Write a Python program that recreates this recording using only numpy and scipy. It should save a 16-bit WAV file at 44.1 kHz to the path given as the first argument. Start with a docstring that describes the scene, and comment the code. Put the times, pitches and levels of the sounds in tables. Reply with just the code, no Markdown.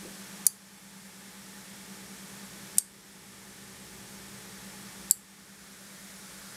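"""Cooling fans hum, beat and rush through a duct; a soft brush of handling opens the scene.
At 0.47, 2.78 and 5.11 s three power relays on a circuit board pull in close to a phone's microphone:
each armature slams home, chatters for a few ms and rings in a small room; the gain ducks and creeps back.
Between the last two a low rumble swells and ebbs.
From 5.16 s the microphone swings from the fans to a laptop's vent, and its hiss comes up."""
import sys
import numpy as np
from scipy import signal
from scipy.fft import rfft, irfft
from scipy.io import wavfile
from scipy.ndimage import uniform_filter1d, minimum_filter1d

SR = 44100
rng = np.random.default_rng(int(sys.argv[2]) if len(sys.argv) > 2 else 0)


def wav_record(signal):
    """Record a signal, one row per channel, as 16-bit PCM in the file named by sys.argv[1]."""
    frames = np.transpose(np.atleast_2d(signal))
    bounded = np.clip(frames, -1, 1)
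    # unit amplitude maps onto the largest positive 16-bit level
    quanta = np.round(bounded * 32767).astype(np.int16)
    wavfile.write(sys.argv[1], SR, quanta)


N = 289296
T = np.arange(N) / SR
HZ = np.fft.rfftfreq(N, 1 / SR)
CLICK_T = np.arange(2 * (SR // 5)) / SR
CLICK_HZ = np.fft.rfftfreq(len(CLICK_T), 1 / SR)

# fan's strong third order; the hum throbs deeply while it is up: time_s, level_db
THIRD_ORDER_LEVEL = [(0, -56.5), (0.6, -55), (2.2, -53.5), (2.6, -56), (3.05, -64), (3.7, -61), (4.5, -57),
                     (5.4, -58.5), (5.9, -54), (6.56, -57)]
# its other orders, the buzz: shaft_multiple, base_level_db
BUZZ_ORDERS = [(1, -79), (2, -66.5), (4, -69), (5, -66.5), (6, -66), (7, -72), (8, -72.5), (9, -70.5),
               (10, -82)]
# gain on the buzz: time_s, gain_db
BUZZ_GAIN = [(0.9, -3.5), (2, -0.5), (3.4, 2), (5, 0.5), (6.5, -1)]
# other fan tones, beating with the third order: pitch_hz, level_db
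FAN_TONES = [(168.63, -62.5), (179.96, -70.5), (199.12, -54), (204.92, -65)]
# spectrum of the rushing air: freq_hz, relative_db
RUSH_SPECTRUM = [(20, -25), (50, -12), (100, -6), (160, 5), (280, 1), (400, -1), (700, -4), (1900, -0.5),
                 (2800, -4), (5300, -3), (8200, -2.5), (11000, -5), (14500, -12.5), (15600, -20)]
# duct resonances: centre_hz, width_hz, boost_db
DUCT_MODES = [(433, 38, 5.5), (687, 36, 2), (850, 83, 7.5), (1040, 35.63, 1.5), (1203, 83, 4),
              (1510, 81, 2), (1775, 150, 4), (2230, 193, 2.5), (3400, 380, 2), (5484, 356, 2),
              (8180, 590, 0.9)]
# vent hiss spectrum: freq_hz, relative_db
VENT_SPECTRUM = [(150, -7), (620, 1), (900, -10), (1350, 1.5), (2100, -2.5), (2800, -7), (3900, -1),
                 (8000, -1), (11000, -2.5), (15000, -14)]
# one closing per relay: touch_s, slam_db, first_bounce_s, bounce_loss_db
CLOSINGS = [(0.4660, -3, 0.0011, 3.5), (2.7830, -6.5, 0.00094, 1.5), (5.1100, -3.5, 0.00086, 7)]
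# damped modes of each relay's frame and case: pitch_hz, base_width_hz, relative_db
CASE_MODES_A = [(1350, 400, -37), (2230, 200, -29), (3750, 260, -31), (4766, 216, -17), (5540, 260, -19),
                (6130, 290, -10), (6900, 200, -6), (8080, 290, -4), (8740, 300, -2), (9220, 260, -11),
                (10110, 260, 4), (11260, 260, -9), (12740, 350, -7), (13600, 400, -7), (14450, 260, -13)]
CASE_MODES_B = [(2270, 140, -31), (3030, 150, -33), (4044.5, 170, -24), (4700, 150, -22), (5280, 160, -19),
                (5630, 150, -16.5), (6490, 250, -8), (7500, 310, -3), (8400, 225, 2), (9450, 170, 1),
                (9900, 264, -4.5), (10860, 380, -5), (12800, 500, -8), (14000, 300, -11)]
CASE_MODES_C = [(2300, 246, -36), (3746, 240, -26), (4730, 270, -12.5), (5310, 240, -17), (7680, 170, 1.8),
                (8570, 280, -8.5), (9070, 250, -16), (9860, 247, -3), (10700, 360, -4.5),
                (11900, 440, -2.5), (14320, 260, -14.5)]
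# lasting mode clusters of each spring and yoke: centre_hz, width_hz, relative_db, t60_s
SPRING_MODES_A = [(4707, 260, -23, .028), (4620, 420, -34.5, 0.16), (5970, 220, -35, .09),
                  (9400, 250, -35, .11), (10280, 300, -31.5, .17), (11200, 250, -37, .11)]
SPRING_MODES_B = [(4200, 1300, -27, 0.0364), (4625, 200, -33, 0.12), (5640, 260, -34, .09),
                  (8410, 380, -26, 0.17), (9780, 250, -35, .1), (12100, 800, -35.5, .11)]
SPRING_MODES_C = [(4760, 570, -18.5, 0.014), (4620, 300, -35, 0.12), (7650, 600, -36, .15),
                  (8700, 180, -35, .1), (12600, 700, -39.5, .11)]
# spectrum of each steel-on-steel crack: freq_hz, relative_db
CRACK_SPECTRUM_A = [(300, -50), (2700, -31.5), (3800, -27.5), (4700, -17), (6200, -1), (7400, -1.5),
                    (8800, -3), (10400, 0), (11800, -7), (13000, -1), (14400, -5.5), (15300, -21),
                    (16300, -30)]
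CRACK_SPECTRUM_B = [(300, -50), (1800, -49), (3200, -21), (4700, -14), (5800, -14), (6700, 2), (9000, 1),
                    (11200, 0), (13000, -7), (14300, -8), (15300, -22), (16300, -34)]
CRACK_SPECTRUM_C = [(300, -50), (1700, -42), (2400, -34), (3600, -22), (4900, -11), (6300, -20), (7400, 3),
                    (9000, -1), (11500, -1), (13000, 0), (14700, -11), (15400, -17), (16300, -29)]
# room decay: freq_hz, t60_s
ROOM_DECAY = [(500, 0.14), (4500, 0.184), (9000, 0.31), (15000, 0.204)]
# noise band that shifts as the microphone moves: time_s, centre_hz, level_db
AIRY_BAND_PATH = [(5.2, 1705, -78), (5.5, 1600, -59), (5.9, 1750, -61.5), (6.1, 1950, -57.5),
                  (6.33, 1448, -59.5), (6.56, 1468, -55)]


def amp(db):
    """Decibels to gain."""
    return 10 ** (np.asarray(db) / 20)


def at_hz(table, hz):
    """Table lookup on a log-frequency axis."""
    freq_hz, value = np.transpose(table)
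    return np.interp(np.log(hz + 1), np.log(freq_hz), value)


def resonance(centre_hz, width_hz):
    """Gain of one resonance over HZ."""
    return 1 / (1 + (2 * (HZ - centre_hz) / width_hz) ** 2)


def noise(spectrum):
    """Shaped noise, unit rms."""
    x = irfft(rfft(rng.standard_normal(2 * (len(spectrum) - 1))) * spectrum)
    return x / np.sqrt(np.mean(x ** 2) + 1e-20)


def drift(rate_hz):
    """Random wander, unit rms."""
    return noise(np.exp(-(HZ / rate_hz) ** 2))


def fan_hum(shaft_hz=63.22, in_step_s=2.44, speed_waver=0.00017, flutter_db=1.0):
    """Near-steady fan tones throb as they slip in and out of step, and flutter in the draught."""
    def turns(hz):
        return hz * (T - in_step_s + speed_waver * np.cumsum(drift(2.0)) / SR)

    def tone(cycles, db):
        return np.sqrt(2) * amp(db + flutter_db * drift(5.5)) * np.sin(2 * np.pi * (cycles + offset))

    offset = rng.random()
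    shaft = turns(shaft_hz)
    third = tone(3 * shaft, np.interp(T, *np.transpose(THIRD_ORDER_LEVEL)))
    buzz = sum(tone(round(order) * shaft + rng.random(), db) for order, db in BUZZ_ORDERS)
    buzz *= amp(np.interp(T, *np.transpose(BUZZ_GAIN)))
    return third + buzz + sum(tone(turns(hz), db) for hz, db in FAN_TONES)


def duct_rush(level_db=-47):
    """Rushing air, coloured by the duct's resonances."""
    duct_db = sum(db * resonance(hz, width_hz) for hz, width_hz, db in DUCT_MODES)
    return amp(level_db) * noise(amp(at_hz(RUSH_SPECTRUM, HZ) + duct_db))


def air_drone(level_db=-67):
    """Narrow, unsteady drone of air around the strongest fan tones."""
    return amp(level_db) * noise(resonance(centre_hz=193, width_hz=16))


def handling_brush(peak_db=-48.5, attack_s=0.06, t60_s=0.59):
    """One soft, low brush of handling."""
    envelope = np.minimum(T / attack_s, 1) * amp(peak_db - 60 * np.maximum(T - attack_s, 0) / t60_s)
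    return envelope * noise(resonance(centre_hz=351, width_hz=280))


def pull_in(touch_s, slam_db, bounce_s, loss_db, flight_s=0.0108, overtravel_s=0.0005607):
    """Blows (time_s, level_db): the contact scrapes off its rest and touches; slam; three bounces."""
    scrape_step_s, scrape_db, bounce_shrink = 0.00088, -39, 0.9
    blows = [(touch_s - flight_s + k * scrape_step_s, scrape_db) for k in range(3)]
    blows += [(touch_s, slam_db - 3), (touch_s + overtravel_s, slam_db)]
    for k in range(3):
        last_s, last_db = blows[-1]
        blows.append((last_s + bounce_s * bounce_shrink ** k, last_db - loss_db))
    return blows


def ringing(blows, t, t60_s, rise_s=0.00015):
    """Envelope of a part whose energy is topped up by each blow, then decays."""
    energy = sum(amp(db - 60 * np.maximum(t - s, 0) / t60_s) ** 2 * np.clip((t - s) / rise_s, 0, 1)
                 for s, db in blows)
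    return np.sqrt(energy)


def relay(blows, case_modes, spring_modes, crack_spectrum,
          case_db, crack_db, crack_t60_s, damping, desk_db, tail_db):
    """The chattering armature drives a noisy crack, a short case ring and a rough spring ping."""
    def case():
        return sum(envelope * np.sin(2 * np.pi * (hz * t + rng.random())) for hz, envelope in rings)

    def crack():
        return crack_envelope * noise(amp(at_hz(crack_spectrum, CLICK_HZ)))

    start = round(blows[0][0] * SR)
    t = start / SR + CLICK_T
    t60_times_width = np.log(1000) / np.pi
    rings = [(hz, amp(case_db + db) * ringing(blows, t, t60_times_width / (width_hz * damping)))
             for hz, width_hz, db in case_modes]
    crack_envelope = amp(crack_db) * ringing(blows, t, crack_t60_s)
    ping = 0
    for hz, width_hz, db, t60_s in spring_modes:
        cluster = noise(np.exp(-2 * ((CLICK_HZ - hz) / width_hz) ** 2))
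        ping += amp(db) * ringing(blows, t, t60_s) * cluster
    case_to_room_db = -10.5  # the case beams at the microphone, so the room gets less
    directions = 6  # each with its own crack and path: a dense, even tail
    echoes = sum(room(crack() + amp(case_to_room_db) * case(), tail_db, desk_db)
                 for _ in range(directions))
    click = case() + crack() + ping + echoes / np.sqrt(directions)
    return np.pad(click, (start, N))[:N]


def room(x, tail_db, desk_db, desk_t60_s=0.057):
    """Echoes only: quick scatter off desk and board, then a tail decaying band by band."""
    t = CLICK_T
    hz, frame_s, bands = signal.stft(rng.standard_normal(len(t)), SR, nperseg=256)
    bands *= amp(-60 * frame_s / at_hz(ROOM_DECAY, hz)[:, None])
    tail = signal.istft(bands, SR, nperseg=256)[1][:len(t)]
    tail *= np.clip((t - 0.003) / 0.0024, 0, 1)
    desk = rng.standard_normal(len(t)) * amp(-60 * t / desk_t60_s) * (t > 0.0015)
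    response = amp(tail_db) * tail / np.linalg.norm(tail) + amp(desk_db) * desk / np.linalg.norm(desk)
    return signal.fftconvolve(x, response)[:len(t)]


def rumble(peak_db=-58.5, peak_s=3.9, width_s=1.12, waver_db=0.5):
    """Low noise that swells once and ebbs, wavering."""
    swell = amp(peak_db + waver_db * drift(2.03)) / np.sqrt(1 + ((T - peak_s) / width_s) ** 2)
    spectrum = resonance(61.15, 16) + resonance(121.6, 34.4) + 0.36 * resonance(386, 96)
    return swell * noise(spectrum)


def mic_swing(start_s=5.16, length_s=0.96):
    """Eased microphone position: 0 at the fans, 1 at the vent."""
    return np.sin(np.pi / 2 * np.clip((T - start_s) / length_s, 0, 1)) ** 2


def vent_hiss(swing, far_db=-62, near_db=-49):
    """Air from the vent, louder as the microphone nears."""
    return np.interp(swing, [0, 1], amp([far_db, near_db])) * noise(amp(at_hz(VENT_SPECTRUM, HZ)))


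def airy_band(spread_hz=420):
    """Soft noise band; swells and wanders lower as the microphone nears the vent."""
    time_s, centre_hz, level_db = np.transpose(AIRY_BAND_PATH)
    carrier = np.exp(2j * np.pi * np.cumsum(np.interp(T, time_s, centre_hz)) / SR)
    band = (drift(spread_hz) + 1j * drift(spread_hz)) * carrier
    return amp(np.interp(T, time_s, level_db)) * band.real


def gain_control(x, threshold_db=-15.5, max_cut_db=10, attack_s=0.0077, recovery_s=0.75):
    """A loud peak cuts the gain by a bounded amount; it creeps back."""
    power_db = 10 * np.log10(abs(uniform_filter1d((x ** 2).mean(0), size=64)) + 1e-12)
    cut_db = np.clip(power_db - threshold_db, 0, max_cut_db)
    fade = np.exp(-T / recovery_s)
    held_db = np.maximum.accumulate(cut_db / fade) * fade
    pole = np.exp(-1 / (attack_s * SR))
    return x * amp(-signal.lfilter([1 - pole], [1, -pole], held_db))


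def limiter(x, ceiling=0.72):
    """Brief gain dip around any peak over the ceiling."""
    allowed = ceiling / np.maximum(abs(x).max(0), ceiling)
    return x * uniform_filter1d(minimum_filter1d(allowed, size=25), size=25)


def scene():
    """Three relays over fans and air, the same in both channels."""
    blows_a, blows_b, blows_c = (pull_in(*row) for row in CLOSINGS)
    clicks = relay(blows_a, CASE_MODES_A, SPRING_MODES_A, CRACK_SPECTRUM_A, case_db=-3, crack_db=-3.5,
                   crack_t60_s=0.00546, damping=1.3, desk_db=-12.5, tail_db=-14.5)
    clicks += relay(blows_b, CASE_MODES_B, SPRING_MODES_B, CRACK_SPECTRUM_B, case_db=-3.5, crack_db=-3,
                    crack_t60_s=0.0054, damping=1.595, desk_db=-9, tail_db=-13)
    clicks += relay(blows_c, CASE_MODES_C, SPRING_MODES_C, CRACK_SPECTRUM_C, case_db=-3, crack_db=-2,
                    crack_t60_s=0.00528, damping=1.34, desk_db=-9, tail_db=-12.5)
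    swing, fans_away_db = mic_swing(), -2
    fans = amp(fans_away_db * swing) * (fan_hum() + duct_rush())
    mono = clicks + fans + rumble() + vent_hiss(swing) + handling_brush() + air_drone() + airy_band()
    return np.array([mono, mono])


def record(dry):
    """Gain control, peak limiter, 15.7 kHz low-pass."""
    lowpass = signal.firwin(255, 15700, window=("kaiser", 9), fs=SR)
    return signal.oaconvolve(limiter(gain_control(dry)), lowpass[None], "same")


dry = scene()
out = record(dry)
wav_record(out)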